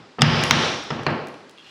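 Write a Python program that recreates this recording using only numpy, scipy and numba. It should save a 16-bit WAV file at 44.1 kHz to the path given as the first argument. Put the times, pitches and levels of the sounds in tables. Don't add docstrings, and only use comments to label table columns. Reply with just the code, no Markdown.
import sys
import numpy as np
from scipy import signal
from scipy.fft import rfft, irfft, next_fast_len
from scipy.io import wavfile
from scipy.ndimage import uniform_filter1d
from numba import njit

SR = 44100
rng = np.random.default_rng(int(sys.argv[2]) if len(sys.argv) > 2 else 0)


def waveform_to_disk(signal):
    frames = np.transpose(np.atleast_2d(signal))
    scaled = np.clip(frames, -1, 1) * 32767
    samples = np.round(scaled).astype(np.int16)
    wavfile.write(sys.argv[1], SR, samples)


def rack_gain(trim_db):
    fader = np.asarray(trim_db, float)
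    return 10 ** (fader / 20)


N = 74970
LEAD = SR // 2
M = next_fast_len(N + 2 * LEAD)

# start_s, crack_level_db, snapping_ms, tilt_db_per_octave, contact_top_hz, tile_pitch_ratio, thud_level_db
BLOWS = [(-.3, 10, 4, -3.5, 7000, 1.01, -10.5), (0.1853, 1, 4.2, -6.5, 2200, .99, -41),
         (0.1912, -1, 9.4, -2, 4050, 0.94, -17), (0.2094, -1.5, 10, 3, 4040, 2.76, -18),
         (0.2191, 32, 3.5, 1.05, 14000, 1.001, 7), (0.5094, 27.5, 3.1, 0.72, 12000, 1.127, -7),
         (.905, 6, 6.7, -4, 7000, 1.03, -21.5), (.99, -3, 14, -2, 3200, .9, -31),
         (1.0655, 13, 3.6, -3, 7500, 0.846, -17.5)]
# pitch_hz, level_db, fade_by_60_db_s
TILE_TONES = [(940, -2.5, 0.033), (1295, 6, 0.023), (1933, 5.5, 0.011), (2200, -8, 0.026),
              (2833, -0.5, 0.028), (3252, 1, 0.017), (3500, -36, 0.012), (4880, 2.5, .015),
              (5090, -4, 0.033), (5400, -29, 0.015), (6730, -16, .012), (7900, -23, .008),
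              (10700, -37, .012), (12800, -18, .005)]
# frequency_hz, level_db
CRACK_COLOUR = [(35, 12), (60, -3.5), (623, 0.5), (1120, 3.5), (1660, 4.5), (3210, 5.5), (4340, -5.5),
                (5000, 0), (7440, -21), (16100, -61.5)]
# pitch_hz, level_db, fade_by_60_db_s
WALL_TONES = [(69, -15, 0.58), (101.05, -14.5, 0.53), (118.5, -12, 0.49), (146.44, -3.5, 0.42),
              (166, -10, 0.47), (231.3, -6.5, 0.38), (264, -11.5, 0.17), (322.5, -17.5, .3)]
# start_s, level_db, pitch_hz, nominal_length_s, fall_above_pitch_db_per_octave
SHARDS_AND_KNOCKS = [(.4145, -36, 9000, .03, 12), (.4368, -6, 2900, .02, 9), (.838, -40, 8000, .02, 8),
                     (.9655, -37, 3000, .015, 14),           (1.033, -29, 3000, .022, 11),
                     (1.1045, -28, 3200, .025, 18), (1.2706, -32, 3200, .02, 5),
                     (1.283, -38, 6500, .025, 5), (1.3415, -33, 2800, .025, 16), (1.388, -33, 500, .07, 24),
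                     (1.4946, -36, 3500, .02, 7), (1.5105, -44, 7000, .015, 14), (1.533, -40, 500, .07, 24)]
# start_s, level_db
SKIPS = [(1.5774, -39), (1.5838, -34), (1.5948, -39), (1.601, -36.5), (1.6104, -41)]
# time_s, level_db
SLIDE_LEVEL = [(1.583, -49), (1.61, -58), (1.641, -50), (1.665, -49), (1.7, -47)]
# pitch_hz, width_hz, level_db
SLIDE_TONES = [(1720, 120, -26), (2880, 270, 3), (3300, 420, 4), (4160, 740, 4), (7000, 3900, -14)]
# frequency_hz, fade_by_60_db_s
ROOM_FADE = [(60, 1), (250, 1), (700, 0.83), (2000, 0.75), (5000, 0.95), (8000, 0.99), (14000, 0.56)]
# frequency_hz, level_db
ROOM_COLOUR = [(60, 10.5), (300, 7.5), (1000, 2.37), (3000, -7.37), (5500, -5.73), (7500, -15.5),
               (11000, 2), (16000, -34)]
# frequency_hz, level_db
AIR_COLOUR = [(15, -68), (25, -42.5), (185, 11), (695, -11), (775, 7), (863, 3.5), (988, 5.5), (5000, -4.5),
              (9840, -23), (16000, -52)]
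# frequency_hz, gain_db
MIC_COLOUR = [(20, -36), (60, -17), (100, -6), (6000, -0.78), (8500, 1), (9150, -5.5), (9800, 3),
              (11500, -2), (16000, 11.5)]

SNAP_GAP_S = .0006
SPLINTER_DB, FAR_SPLINTER_DB = -8, 22.5
CRACK_LOW_HZ, CRACK_LOW_DB = 270, -5.5
EVEN = .7
WALL_BUILD_S = 0.0087
WALL_WAVER, WALL_WAVER_S = .4, .035
SKIP_HZ, SKIP_FADE_S = 3280, .018
CLICKS_PER_S = 2500
ROOM_DB, ROOM_BUILD_S = -32.5, 0.002
AIR_DB = -51.5
LIMIT_DB, RATIO, ATTACK_S, RELEASE_S = -15, 4, 0.0032, 0.048
SOFTEN_HZ = 8740


def table_at(table, hz):
    points = np.array(table, float)
    return np.interp(np.log(np.maximum(hz, 1)), np.log(points[:, 0]), points[:, 1])


def causal(db, size=2048):
    cepstrum = irfft(np.log(rack_gain(db(np.fft.rfftfreq(size, 1 / SR)))), size)
    cepstrum[1:size // 2] *= 2
    cepstrum[size // 2 + 1:] = 0
    return irfft(np.exp(rfft(cepstrum)), size)[:size // 2]


def unit(x):
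    return x / np.sqrt(np.sum(x ** 2))


def add(out, start_s, x):
    i = int(round(start_s * SR)) + LEAD
    out[i:i + len(x)] += x[:len(out) - i]


def ring(tones, seconds, pitch=1.):
    t = np.arange(int(seconds * SR))[:, None] / SR
    hz, db, fade_s = np.array(tones, float).T
    fade = np.exp(-np.log(1000) * t / fade_s)
    return (rack_gain(db) * fade * np.sin(2 * np.pi * hz * pitch * t)).sum(axis=1)


def burst(noise, seconds):
    t = np.arange(len(noise)) / SR
    spectrum = rfft(noise * np.exp(-t / seconds))
    evened = irfft(spectrum / np.abs(spectrum) ** EVEN, len(noise))
    return unit(evened * np.exp(-t / (3 * seconds)))


def blows():
    crack, far, thud = np.zeros(M), np.zeros(M), np.zeros(M)
    chance = rng.standard_normal((len(BLOWS), 8192))
    flutter = rng.standard_normal((len(BLOWS), len(WALL_TONES), 2 ** 15))
    for blow, noise, waver in zip(BLOWS, chance, flutter):
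        start_s, crack_db, snapping_ms, tilt_db, top_hz, pitch, thud_db = blow
        drive = burst(snaps(noise[:2048], snapping_ms / 1000), snapping_ms / 500)
        near_body = tile(crack_db, tilt_db, top_hz, pitch, SPLINTER_DB)
        add(crack, start_s, signal.fftconvolve(drive, near_body))
        add(far, start_s, tile(crack_db, tilt_db, top_hz, pitch, FAR_SPLINTER_DB))
        add(thud, start_s, rack_gain(thud_db) * 40 * unit(wall(noise[4096:], waver)))
    return crack, far, thud


def snaps(noise, seconds):
    t = np.arange(len(noise)) / SR
    on = np.abs(noise[::-1]) > np.sqrt(2 * np.log(SNAP_GAP_S * SR / 3))
    on[0] = True
    return unit((on * (1 + 0.13 * noise) + 0.062 * noise) / (1 + (t / seconds) ** 4))


def tile(level_db, tilt_db, top_hz, pitch, splinter_db):
    broad = np.pad(unit(causal(lambda hz: table_at(CRACK_COLOUR, hz / pitch))), (0, 3072))

    def contact_db(hz):
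        tilt = tilt_db * np.log2(np.clip(hz, 500, 16000) / 2000)
        top = -10 * np.log10(1 + (hz / top_hz) ** 6)
        low = CRACK_LOW_DB * np.log2(CRACK_LOW_HZ / np.clip(hz, 20, CRACK_LOW_HZ))
        return tilt + top + low

    tones = unit(ring(TILE_TONES, 4096.5 / SR, pitch))
    body = tones + rack_gain(splinter_db) * broad
    return rack_gain(level_db) * unit(signal.fftconvolve(body, causal(contact_db)))


def wall(phase, flutter):
    t = np.arange(flutter.shape[1]) / SR
    smooth = int(WALL_WAVER_S * SR)
    drift = uniform_filter1d(uniform_filter1d(flutter, smooth), smooth)
    drift = drift / drift.std()
    out = np.zeros(len(t))
    for j, (hz, db, fade_s) in enumerate(WALL_TONES):
        waver = 1 + WALL_WAVER * (drift[j] + 1j * drift[-1 - j, ::-1])
        tone = np.imag(waver * np.exp(2j * np.pi * (hz * t + phase[j])))
        out += rack_gain(db - 60 * t / fade_s) * tone
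    return out * (1 - np.exp(-t / WALL_BUILD_S))


def shards_and_knocks():
    out = np.zeros(M)
    chance = rng.standard_normal((len(SHARDS_AND_KNOCKS), 2048))
    for (start_s, level_db, pitch_hz, length_s, fall_db), noise in zip(SHARDS_AND_KNOCKS, chance):
        def shape_db(hz):
            below = 18 * np.maximum(np.log2(pitch_hz / (hz + 1)) - .3, 0)
            above = fall_db * np.maximum(np.log2((hz + 1) / pitch_hz), 0)
            return -below - above

        landing = signal.fftconvolve(burst(noise, length_s / np.log(1000)), causal(shape_db))
        add(out, start_s, rack_gain(level_db) * 4 * unit(landing))
    return out


def scrape():
    out = np.zeros(M)
    for start_s, level_db in SKIPS:
        skip = ring([(SKIP_HZ, 0, SKIP_FADE_S), (2780, -6, SKIP_FADE_S)], .03)
        add(out, start_s, rack_gain(level_db) * skip)
    t = (np.arange(M) - LEAD) / SR
    time_s, level_db = np.array(SLIDE_LEVEL).T
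    clicks = (rng.random(M) < CLICKS_PER_S / SR) * rng.standard_normal(M)
    body = ring([(hz, db, 2.7 / width_hz) for hz, width_hz, db in SLIDE_TONES], .02)
    slide = signal.fftconvolve(clicks, body)[:M]
    level = rack_gain(np.interp(t, time_s, level_db)) * (t > time_s[0])
    return out + slide / slide.std() * level


def room(x):
    t = np.arange(2 ** 16) / SR
    hz = np.fft.rfftfreq(len(t), 1 / SR)
    spectrum = rfft(rng.standard_normal(len(t)))
    tail = np.zeros(len(t))
    for mid_hz in 50 * 2 ** np.arange(0, 8.6, 1 / 3):
        share = np.clip(1 - 3 * np.abs(np.log2((hz + 1) / mid_hz)), 0, 1)
        band = irfft(spectrum * share, len(t))
        tail += band * rack_gain(table_at(ROOM_COLOUR, mid_hz) - 60 * t / table_at(ROOM_FADE, mid_hz))
    tail *= 1 - np.exp(-t / ROOM_BUILD_S)
    return rack_gain(ROOM_DB) * signal.fftconvolve(x, tail)[:len(x)]


def air():
    spectrum = rfft(rng.standard_normal(M))
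    gain = rack_gain(table_at(AIR_COLOUR, np.fft.rfftfreq(M, 1 / SR)))
    x = irfft(spectrum * gain, M)
    return rack_gain(AIR_DB) * x / x.std()


def scene():
    crack, far, thud = blows()
    bits = shards_and_knocks() + scrape()
    return (crack + bits + thud + room(far + bits) + air())[None, LEAD:LEAD + N]


@njit
def limiter(x, limit, slope, attack, release):
    y, level = np.empty(len(x)), 1e-9
    for i in range(len(x)):
        size = abs(x[i])
        level += (size - level) * (attack if size > level else release)
        y[i] = x[i] * min(1., limit / level) ** slope
    return y


def low_pass(x):
    return signal.sosfilt(signal.butter(12, 16260, fs=SR, output="sos"), x)


def record(dry):
    x = signal.fftconvolve(dry[0], causal(lambda hz: table_at(MIC_COLOUR, hz)))[:N]
    y = limiter(x, float(rack_gain(LIMIT_DB)), 1 - 1 / RATIO, 1 / (ATTACK_S * SR), 1 / (RELEASE_S * SR))
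    y = y / (1 + np.abs(y / .95) ** 4) ** .25
    y = signal.sosfilt(signal.butter(2, SOFTEN_HZ, fs=SR, output="sos"), y)
    return low_pass(y[None])


dry = scene()
out = record(dry)
waveform_to_disk(out)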